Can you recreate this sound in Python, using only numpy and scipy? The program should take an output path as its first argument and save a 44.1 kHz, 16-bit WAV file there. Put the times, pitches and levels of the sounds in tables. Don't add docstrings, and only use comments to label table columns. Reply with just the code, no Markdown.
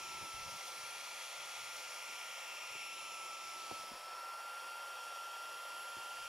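import sys
import numpy as np
from scipy import signal
from scipy.io import wavfile
from scipy.ndimage import uniform_filter1d

SR = 44100
rng = np.random.default_rng(int(sys.argv[2]) if len(sys.argv) > 2 else 0)


def voltage_ratio(level):
    return 10 ** (np.asarray(level, float) / 20)


def file_out(sig):
    cols = np.atleast_2d(sig).T
    lim = np.clip(cols, -1, 1)
    pcm = np.round(lim * 32767).astype(np.int16)
    wavfile.write(sys.argv[1], SR, pcm)


N = 276934
SIDES = np.array([[.5], [-.5]])


def evened(x):
    return x / np.sqrt(np.mean(x ** 2) + 1e-20)


def bell(t, centre, half):
    return np.exp(-((t - centre) / half) ** 2)


def swells(events, t):
    return sum(db * bell(t, s, half) for s, db, half in events)


def read(points, hz):
    f, value = np.transpose(points)
    return np.interp(np.log(hz + 1), np.log(f + 1), value)


def columns(rows, t):
    s, *values = np.transpose(rows)
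    return [np.interp(t, s, v) for v in values]


def wander(slow_hz, fast_hz, t):
    hz = np.geomspace(slow_hz, fast_hz, num=24)[:, None]
    sines = np.sin(2 * np.pi * (hz * t + rng.random(hz.shape)))
    return evened((sines / np.sqrt(hz)).sum(0))


def spectrum_grid(size):
    return np.fft.rfftfreq(size, 1 / SR), np.arange(N * 4 // size + 5) * size / 4 / SR


def sound(z):
    size = 2 * (z.shape[-2] - 1)
    return signal.istft(z, nperseg=size, noverlap=size * 3 // 4)[1][..., :N]


def share(db, hz, lo_hz, hi_hz):
    power = voltage_ratio(db) ** 2 * np.ones((len(hz), 1))
    return power / power[(hz > lo_hz) & (hz < hi_hz)].sum(0)


# (start time [s], blade rate [Hz])
LOAD = [(0.0, 1322.3), (0.311, 1355.2), (0.456, 1385.2), (0.631, 1364.0), (0.752, 1391.5), (0.874, 1385.7),
        (1.782, 1335.5), (1.799, 1384.7), (2.724, 1323.4), (3.261, 1353.5), (3.453, 1313.4),
        (3.753, 1316.8), (4.01, 1387.5), (4.423, 1384.1), (4.981, 1360.9), (5.189, 1383.2), (5.922, 1380.5)]


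def blade_rate(t):
    start_hz, inertia_s = 1356, .248
    s, goal_hz = np.transpose(LOAD)
    keep = np.exp(-1 / (inertia_s * SR))
    goal_hz = goal_hz[np.searchsorted(s, np.arange(N) / SR, "right") - 1]
    hz = signal.lfilter([1 - keep], [1, -keep], goal_hz, zi=[keep * start_hz])[0]
    return np.interp(t, np.arange(N) / SR, uniform_filter1d(hz, size=2400, mode="nearest"))


# (multiple of blade rate, left minus right [dB], left lag [rad])
PORT_TONES = [(1, -3, .15), (2, 1, .5), (4, -1, .6), (8, 1, 1.6), (3, 1, .5), (11, 0, 2.1)]
# (level at full speed [dB], gain at deepest sag [dB], gain once the listener settles [dB])
OVERTONES = [(-56, 5, 6), (-63.5, -1, 0.5), (-63.5, -0.5, -18), (-68, 0, -2), (-75.5, 2.5, -10),
             (-89, 4, 6)]
# (time [s], multiple, level [dB], half
# length [s])
FADES = [(.1, 1, 0.5, 0.083), (1.22, 1, -2.5, 0.18), (2.25, 1, 1.5, 0.14), (2.62, 1, -1.5, 0.43),
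         (3.1, 1, -1, 0.19), (3.3, 1, 1.5, 0.12), (3.962, 1, -6.5, 0.095), (4.247, 1, 4.5, 0.19),
         (.05, 2, -8, 0.092), (.42, 2, 5, 0.077), (.7, 2, -5, .12), (.98, 2, -3, .15),
         (1.597, 2, -12, 0.23), (2.65, 2, 4.5, 0.49), (3.52, 2, -11, 0.072), (4.05, 2, -11, 0.15),
         (5.09, 2, -5, 0.2), (0.73, 3, 11, .15), (3.0, 3, 5, 0.2), (.1, 3, 5, .12),
         (0.097, 4, 2.1, .07), (.48, 4, 3, .1), (1.25, 4, -11, 0.22), (2.2, 4, -3, .08),
                (2.854, 4, 3.5, 0.18), (3.45, 4, 3, 0.073), (3.67, 4, -18, 0.085), (6.1, 4, 4, .15),
                (.3, 8, 4.5, 0.064), (0.516, 8, -9, 0.087), (.9, 8, 4, 0.067), (1.22, 8, 4, .1),
                (2.2, 8, -8, .2), (2.57, 8, -7, 0.18), (2.95, 8, 5, 0.35), (3.43, 8, -6, .06),
                (3.72, 8, 2, .06), (4.2, 8, -8, 0.11), (5.18, 8, -13, 0.23), (5.8, 8, 5.5, 0.41),
                (1.1, 11, 7, .2), (2.0, 11, -4, .3), (3.3, 11, -6, .4), (2.55, 11, 10, .25),
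                (4.5, 11, 2, .3), (5.5, 11, 1, .3)]


def turbine():
    full_hz, sag_hz = 1385, 60
    settle_s, settle_rise_s = 4.4, 0.1
    t = np.arange(N) / SR
    blade_hz = blade_rate(t)
    turns = np.cumsum(blade_hz) / SR
    sag = (full_hz - blade_hz) / sag_hz
    settled = .5 + .5 * np.tanh((t - settle_s) / settle_rise_s)
    coarse, out = t[::64], np.zeros((2, N))
    for (db, sag_db, late_db), (k, pan_db, lag) in zip(OVERTONES, PORT_TONES):
        level_db = db + sag * sag_db + settled * late_db
        own = [(s, change_db, half) for s, multiple, change_db, half in FADES
               if round(multiple) == k]
        level_db = level_db + swells(own, t)
        level_db += np.interp(t, coarse, .3 * k ** .75 * wander(2, 40, coarse))
        phase = 2 * np.pi * k * turns
        phase += np.interp(t, coarse, 0.051 * k ** 0.43 * wander(3.0, 30, coarse))
        tone = np.cos(phase - lag * SIDES) / np.cos(lag / 2)
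        out += np.sqrt(2) * voltage_ratio(level_db + pan_db * SIDES) * tone
    return out


# (frequency [Hz], level [dB])
ROAR = [(30, -48), (200, -55), (380, -9), (480, -6.5), (900, 3), (1300, 6), (1550, -2.5), (2600, -4),
        (3600, -8.5), (6000, -20)]
# (frequency [Hz], level [dB])
JET = [(1500, -36), (2800, 0), (3500, -2.5), (4200, -4), (6000, 0.5), (7500, -10), (8500, -15),
       (11000, -18)]
# (frequency [Hz], level [dB])
FIZZ = [(5000, -13), (8000, -2.5), (9500, -0.5), (11500, -2.5), (12200, -6), (14000, -7), (15500, -33),
        (17000, 12)]
# (level [dB], share of the leak, change when lifted [dB], change on the second stroke [dB])
AIR_LAWS = [(-58.5, -0.16, -1.5, 0.46), (-54.5, 1.27, 1.2, 0.45), (-51, 0.29, -1.2, -5.5),
            (-65, 0.15, -0.6, -5)]
# (time [s], level [dB], slot whistle centre [Hz])
LEAK = [(0, 0.5, 2470), (.4, -1.5, 2330), (.9, 0, 2440), (1.05, 1, 2370), (1.75, 0.5, 2330), (2.1, 1, 2400),
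        (2.6, 1, 2380), (2.8, 3.5, 2500), (3.0, 0.5, 2570), (3.45, -1, 2410), (3.8, -3, 2520),
        (3.96, -7.5, 2480), (4.25, -10, 2530), (4.7, -6.5, 2700), (5.3, -4.5, 2770), (5.6, -6.5, 2840),
        (5.95, -4.5, 2870), (6.28, -2, 2730)]
# (time [s], lift [0-1])
LIFTED = [(0, 0.6), (.3, 0.64), (.6, 0.1), (1.9, 0.02), (2.2, 0.32), (2.68, 0.6), (2.85, 0.97),
          (3.55, 0.67), (3.68, 0.3), (3.85, 0), (6.28, 0.16)]
# (time [s], lean [0-1])
SECOND = [(0, 0.35), (3.8, 0.66), (3.95, 1), (6.28, 0.73)]
# (time [s], roar [dB], jet [dB], fizz [dB], half length [s])
TIPS = [
    (2.88, -2, -1.5, -0.5, 0.11),
    (3.694, 0, 2, 0, 0.31),
    (4.147, -0.3, 0.5, -3.5, 0.27),
]
# (time [s], level [dB], half length [s])
SPLASHES = [(0.504, 2, 0.016), (0.68, 5, 0.018), (1.23, 1, .03), (1.77, 2.5, .025), (2.95, 0.5, .04),
            (3.393, -1.5, 0.034), (5.047, 3.5, 0.04), (5.65, 0.5, .1)]
# (frequency [Hz], width [Hz],
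# level when sealed [dB], change when lifted [dB], change on the second stroke [dB])
CABIN = [(471, 51, -7.5, -4, -10), (522, 105, 7.5, -1, 4.5), (840, 650, 1.5, 4, 0),
         (1096, 86, -12.5, 3, -0.5), (1214, 74, 4.5, -3, -4.5), (1426, 175, -10, -1, 7),
         (3050, 150, -5, 2.5, 2), (3230, 210, 5.5, 1.5, 1), (4010, 400, 6, 2.5, -13),
         (4490, 180, 0.5, -1, 5.5), (5580, 340, 3, 2.5, -1.5), (6320, 390, 4, -5, -15),
         (6900, 300, 2.5, 7.5, 0), (8550, 440, 1, -3, 1.5), (9370, 490, 5, -1.5, -1),
         (10240, 320, 5.5, -1, -4.5), (11000, 580, 3, -3.5, 3.5), (11560, 200, 1, -1.5, 0),
         (2060, 200, 1.5, 0, -1), (2700, 120, 0, 0, 0.5), (3620, 260, -0.5, 2.5, -0.5),
         (5970, 290, 2.5, 3, -4), (7600, 400, 1, 0.5, 1.5), (15550, 500, -3, 1, -1)]
# (time [s], frequency [Hz], level [dB], half length [s])
BAND_SWELLS = [(0.62, 4800, 1, 0.68), (2.3, 4440, -3.5, 0.23), (1.35, 3400, 4.5, 0.42), (4.18, 3300, -4.5, 0.29),
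               (2.8, 1250, 4.5, 0.63), (3.92, 1250, -4, 0.16), (2.07, 2320, 3.5, 0.32), (1.6, 6800, 2, .5),
               (4.4, 500, -4, 0.19), (2.54, 2630, 5, 0.15), (2.3, 3000, 4.5, .2), (1.9, 1200, -1, .2),
               (0.36, 3100, 1, 0.61), (2.5, 1860, 3.5, 0.32), (2.9, 4800, -1, .5), (3.2, 8200, -0.5, .6),
               (0.71, 6300, 1.5, .6), (4.15, 550, -3.5, .12), (3.05, 800, -4, 0.17), (3.7, 4300, 4, 0.11),
               (3.2, 6500, 2, 0.17), (3.2, 1800, -2, .4), (4.3, 710, 1.5, .12), (6.1, 6900, 1, .4),
               (5.2, 2200, -2.5, .5), (0.63, 2140, 3, .2), (2.79, 2600, 3, .07), (2.3, 2400, -1, .2),
               (1.1, 4300, 3, 0.33), (.1, 16000, -6, .3), (1.1, 15700, -6, .25), (3.4, 15400, -5, .45),
               (2.6, 11000, -1, 0.28), (1.4, 10800, -0.5, .4)]
# (time [s], frequency [Hz], half width [Hz], level [dB], half length [s])
GLINTS = [(.5, 3050, 70, -3, 0.6), (.5, 5270, 80, -8, .6), (.5, 4600, 150, 1, .5), (.5, 8900, 150, 8, .5),
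          (.5, 13300, 350, 3, .6), (.5, 2460, 60, -3, 0.55), (1.6, 2920, 80, 4.5, .5),
          (1.6, 3170, 60, -5, .5), (1.6, 6800, 100, 3, .5), (1.6, 9000, 120, -2, .5),
          (1.6, 9750, 180, 3, .6), (1.7, 10600, 130, 7, .6), (1.8, 11600, 130, 4, 0.78),
          (2.25, 10300, 120, 7, .15), (2.9, 7300, 150, 7.5, 0.65), (5.2, 2920, 70, -5, 0.98),
          (5.2, 2650, 80, 0.5, 0.93), (5.2, 5660, 90, 4.5, 1.1), (5.2, 6000, 100, -7, 1.2),
          (5.2, 6270, 80, 5, 1.3), (5.2, 10300, 150, -2, 1.2), (5.3, 10560, 180, 2.5, 1),
          (5.7, 11500, 150, 4, 0.44), (5.2, 13250, 250, 2.5, 1.2)]
# (frequency [Hz], likeness [-1 to 1])
SAME = [(60, .95), (500, .99), (1300, .993), (1900, .95), (4000, .89), (8000, .73), (13000, .5)]
# (frequency [Hz], lead [rad])
LEAD = [(60, 0), (700, -.23), (1600, -.3), (2300, -.75), (3300, -.5), (5000, -.75), (8000, -.95),
        (13000, -1.3), (16000, -2.2)]
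# (frequency [Hz], level [dB])
TILT = [(60, -2), (150, 5), (380, -0.5), (950, 1.5), (2380, 1.5), (5980, 2), (15000, -2)]


def air():
    hz, t = spectrum_grid(size=1024)
    f = hz[:, None]
    leak_db, slot_hz = columns(LEAK, t)
    lifted, second = columns(LIFTED, t)[0], columns(SECOND, t)[0]
    roar_db, slot_db, jet_db, fizz_db = (
        db + part * leak_db + lifted * up_db + second * lean_db for db, part, up_db, lean_db in AIR_LAWS)
    tip_db = sum(np.outer(dbs, bell(t, s, half)) for s, *dbs, half in TIPS)
    roar_db, jet_db, fizz_db = np.array([roar_db, jet_db, fizz_db]) + tip_db

    cabin_db = sum((db + lifted * up_db + second * lean_db) / (1 + (2 * (f - at_hz) / width) ** 2)
                   for at_hz, width, db, up_db, lean_db in CABIN)
    cabin_db += 4.9 / (1 + ((f - 8 * blade_rate(t)) / 63.0) ** 2)
    cabin_db += sum(db * bell(t, s, half) * bell(f, at_hz, 0.088 * at_hz) for s, at_hz, db, half in BAND_SWELLS)
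    cabin_db += sum(db * bell(t, s, half) * bell(f, at_hz, half_hz)
                    for s, at_hz, half_hz, db, half in GLINTS)

    slot = -10 * np.log10(1 + ((f - slot_hz) / 310.0) ** 4)
    splash_db = 0.31 * wander(3.0, 30, t) + swells(SPLASHES, t)
    jet_db = jet_db - 1.16 + 0.53 * splash_db
    fizz_db = fizz_db - 2.0 + splash_db
    power = voltage_ratio(roar_db) ** 2 * share(read(ROAR, f) + cabin_db, hz, 350, 989)
    power += voltage_ratio(slot_db - 1.0) ** 2 * share(slot + cabin_db, hz, 1500, 2920)
    power += voltage_ratio(jet_db) ** 2 * share(read(JET, f) + cabin_db, hz, 4060, 8500)
    power += voltage_ratio(fizz_db) ** 2 * share(read(FIZZ, f) + cabin_db, hz, 11590, 15000)

    a, b, c, d, patches, bands = rng.standard_normal((len(t), len(hz), 6)).T
    patches = evened(uniform_filter1d(uniform_filter1d(patches, size=12, axis=0), size=14, axis=1))
    bands = evened(uniform_filter1d(uniform_filter1d(bands, size=5, axis=0), size=120, axis=1))
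    level = np.sqrt(power) * voltage_ratio(0.38 * patches + .6 * bands)

    same = np.clip(read(SAME, f), -1, 1)
    left = a + 1j * b
    right = same * left + np.sqrt(1 - same ** 2) * (c + 1j * d)
    port = voltage_ratio(read(TILT, f) / 2) * np.exp(.5j * read(LEAD, f))
    return 1.213 * sound(np.array([left * port, right / port]) * level)


# (time [s], peak level [dB], thump frequency [Hz], left minus right [dB], knock level [dB])
BUMPS = [
    (2.709, -63, 95, 2.1, -29),
    (2.752, -54, 142, 1, -1),
    (3.452, -68, 95, 5, -10),
    (3.712, -55, 101, 18, -9),
    (3.927, -65, 45, -6, -14),
    (5.966, -55, 110, 1, 0),
    (5.98, -55, 173, .3, -1),
]


def bumps():
    t, out = np.arange(SR // 4) / SR, np.zeros((2, N))
    rise = np.minimum(t / .0015, 1)
    for s, db, hz, pan_db, knock_db in BUMPS:
        t60 = 7.6 / hz
        thump = np.sin(2 * np.pi * hz * t) * voltage_ratio(-60 * t / t60) * np.minimum(t / 0.0072, 1)
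        knock = sum(np.sin(2 * np.pi * f * t) * voltage_ratio(-60 * t / d)
                    for f, d in [(360, 0.049), (620, 0.021), (900, 0.035)])
        noise = rng.standard_normal((2, len(t)))
        puff = evened(signal.lfilter(*signal.butter(2, 600., fs=SR), noise))
        puff *= voltage_ratio(-35.0 - 60 * t / 0.23)
        hit = voltage_ratio(db) * (thump + voltage_ratio(knock_db) * (knock + puff) * rise)
        at = round(s * SR)
        out[:, at:at + len(t)] += (voltage_ratio(pan_db * SIDES) * hit)[:, :N - at]
    return out


# (time [s], peak level [dB], left ring [Hz], right ring [Hz], left minus right [dB])
KNOCKS = [(2.748, -53, 420, 420, 0), (3.7115, -36, 696, 760, -10), (3.712, -36, 1000, 600, -1),
          (3.712, -36, 388, 474, -2), (3.73, -47, 520, 563, -3), (3.723, -43, 287, 230, 3),
          (3.915, -48.5, 267, 235, -11), (3.917, -51, 480, 430, -3), (3.934, -58, 201, 170, -1),
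          (5.965, -58, 260, 259, .1)]


def knocks():
    t, out = np.arange(SR // 8) / SR, np.zeros((2, N))
    rise = np.minimum(t / .002, 1)
    for s, db, left_hz, right_hz, pan_db in KNOCKS:
        t60 = 14 / left_hz
        turns = np.outer([left_hz, right_hz], t)
        overtone = 0.5 * np.sin(2 * np.pi * 2.27 * turns) * voltage_ratio(-90 * t / t60)
        ring = np.sin(2 * np.pi * turns) + overtone
        at = round(s * SR)
        out[:, at:at + len(t)] += voltage_ratio(db + pan_db * SIDES - 60 * t / t60) * ring * rise
    return out


# (frequency [Hz], level [dB])
HOSE = [(20, -27), (60, -11), (100, -1), (150, -2), (250, 1.5), (400, 10.5), (600, -20)]
# (time [s], level [dB], half length [s])
DRAGS = [(0, 9, 0.38), (.7, 2.5, 0.52), (1.2, -3, .2), (2.5, -3, 0.16), (3.203, 2, 0.22), (3.75, 9, 0.21),
         (4.2, 1, 0.14), (5.3, -3, .2), (5.75, 0.5, .15), (6.04, 7, 0.05), (2.95, 0, 0.2)]


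def hose():
    rest_db, lift_db = -82, 7
    hz, t = spectrum_grid(size=2048)
    a, b = rng.standard_normal((len(t), len(hz), 2)).T
    level_db = rest_db + lift_db * columns(LIFTED, t)[0] + swells(DRAGS, t)
    level_db += 2.4 * wander(2, 12, t)
    colour = np.sqrt(share(read(HOSE, hz[:, None]), hz, 120, 350))
    return 0.9 * sound((a + 1j * b) * colour * voltage_ratio(level_db))


# (frequency [Hz], level [dB])
GUST = [(20, -26), (45, -8), (80, -1), (150, 0), (250, -9), (500, -28), (1200, -50)]
# (time [s], peak level [dB], half length [s], left minus right [dB],
# tilt about 80 Hz [dB per octave])
GUSTS = [(.04, -73, 0.04, 14, -10), (.16, -67.5, 0.08, 3, 1), (0.227, -64.5, 0.021, 20, 0.5),
         (0.36, -71.5, .03, 22, -6), (0.423, -68, .018, 20, -9), (.475, -67.5, .02, 23, 1),
         (0.513, -78, .04, 17, -2), (0.54, -70, 0.014, 21, 3), (.69, -81, 0.048, 2, -3),
         (0.8, -73, 0.056, 9, -4), (.92, -84, 0.053, 5, -3), (1.43, -79, 0.045, 10.5, -5),
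         (1.64, -78, 0.045, 18, -3), (1.755, -80, 0.046, 7, -8), (1.91, -84, .07, 3, -6),
         (2.137, -91, 0.04, 9, -8), (3.78, -76, 0.037, -5, 4.5), (3.922, -81, 0.16, -3, 5),
         (4.28, -90, .08, 2, 0), (4.52, -89, .06, 2, -4), (4.85, -87, .06, 2, -4), (5.1, -93, .06, 3, -5),
         (5.6, -95, .15, 3, 2), (6.27, -75.5, 0.066, 14, -8)]


def wind():
    calm_power, calm_tilt_db = voltage_ratio(-94.5) ** 2, 6.5
    hz, t = spectrum_grid(size=2048)
    f = hz[:, None]
    power = np.array([voltage_ratio(db) ** 2 * bell(t, s, half) for s, db, half, _, _ in GUSTS])
    total = power.sum(0) + calm_power
    pan_db, tilt_db = np.transpose(GUSTS)[3:] @ power / total
    level_db = 10 * np.log10(total)
    tilt_db = tilt_db + calm_tilt_db * calm_power / total
    colour_db = read(GUST, f) + tilt_db * np.log2((f + 10) / 80)
    a, b = rng.standard_normal((len(t), len(hz), 2, 2)).T
    gain = voltage_ratio(level_db + 4.5 + SIDES * pan_db)[:, None]
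    gusts = 0.73 * sound((a + 1j * b) * np.sqrt(share(colour_db, hz, 25, 220)) * gain)
    fine = np.arange(0, N, 64) / SR
    flutter = [np.interp(np.arange(N) / SR, fine, voltage_ratio(1.5 * wander(5.4, 25, fine))) for port in gusts]
    return gusts * flutter


def scene():
    return turbine() + air() + bumps() + knocks() + hose() + wind()


def band_limit(x):
    return signal.sosfilt(signal.butter(12, 15770, fs=SR, output="sos"), x)


# (time [s], width [0-1])
WIDTH = [
    (0, 1),
    (3.74, 0.89),
    (3.9, 0.6),
    (4.1, 0.01),
    (5.3, 0),
    (5.6, 0.42),
    (6.28, 0.6),
]


def record(dry):
    mid, side = (dry[0] + dry[1]) / 2, (dry[0] - dry[1]) / 2
    bass, low = (signal.sosfiltfilt(signal.butter(4, edge_hz, fs=SR, output="sos"), side)
                 for edge_hz in (500., 1650.))
    width = np.clip(columns(WIDTH, np.arange(N) / SR)[0], 0, 1)
    side = bass * (0.3 + 0.55 * width) + (low - bass) * width ** 2 + (side - low) * width
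    edge = signal.firwin(511, 15760, window=("kaiser", 8), fs=SR)
    mix = signal.oaconvolve(np.array([mid + side, mid - side]), edge[None], "same")
    return band_limit(mix)


dry = scene()
out = record(dry)
file_out(out)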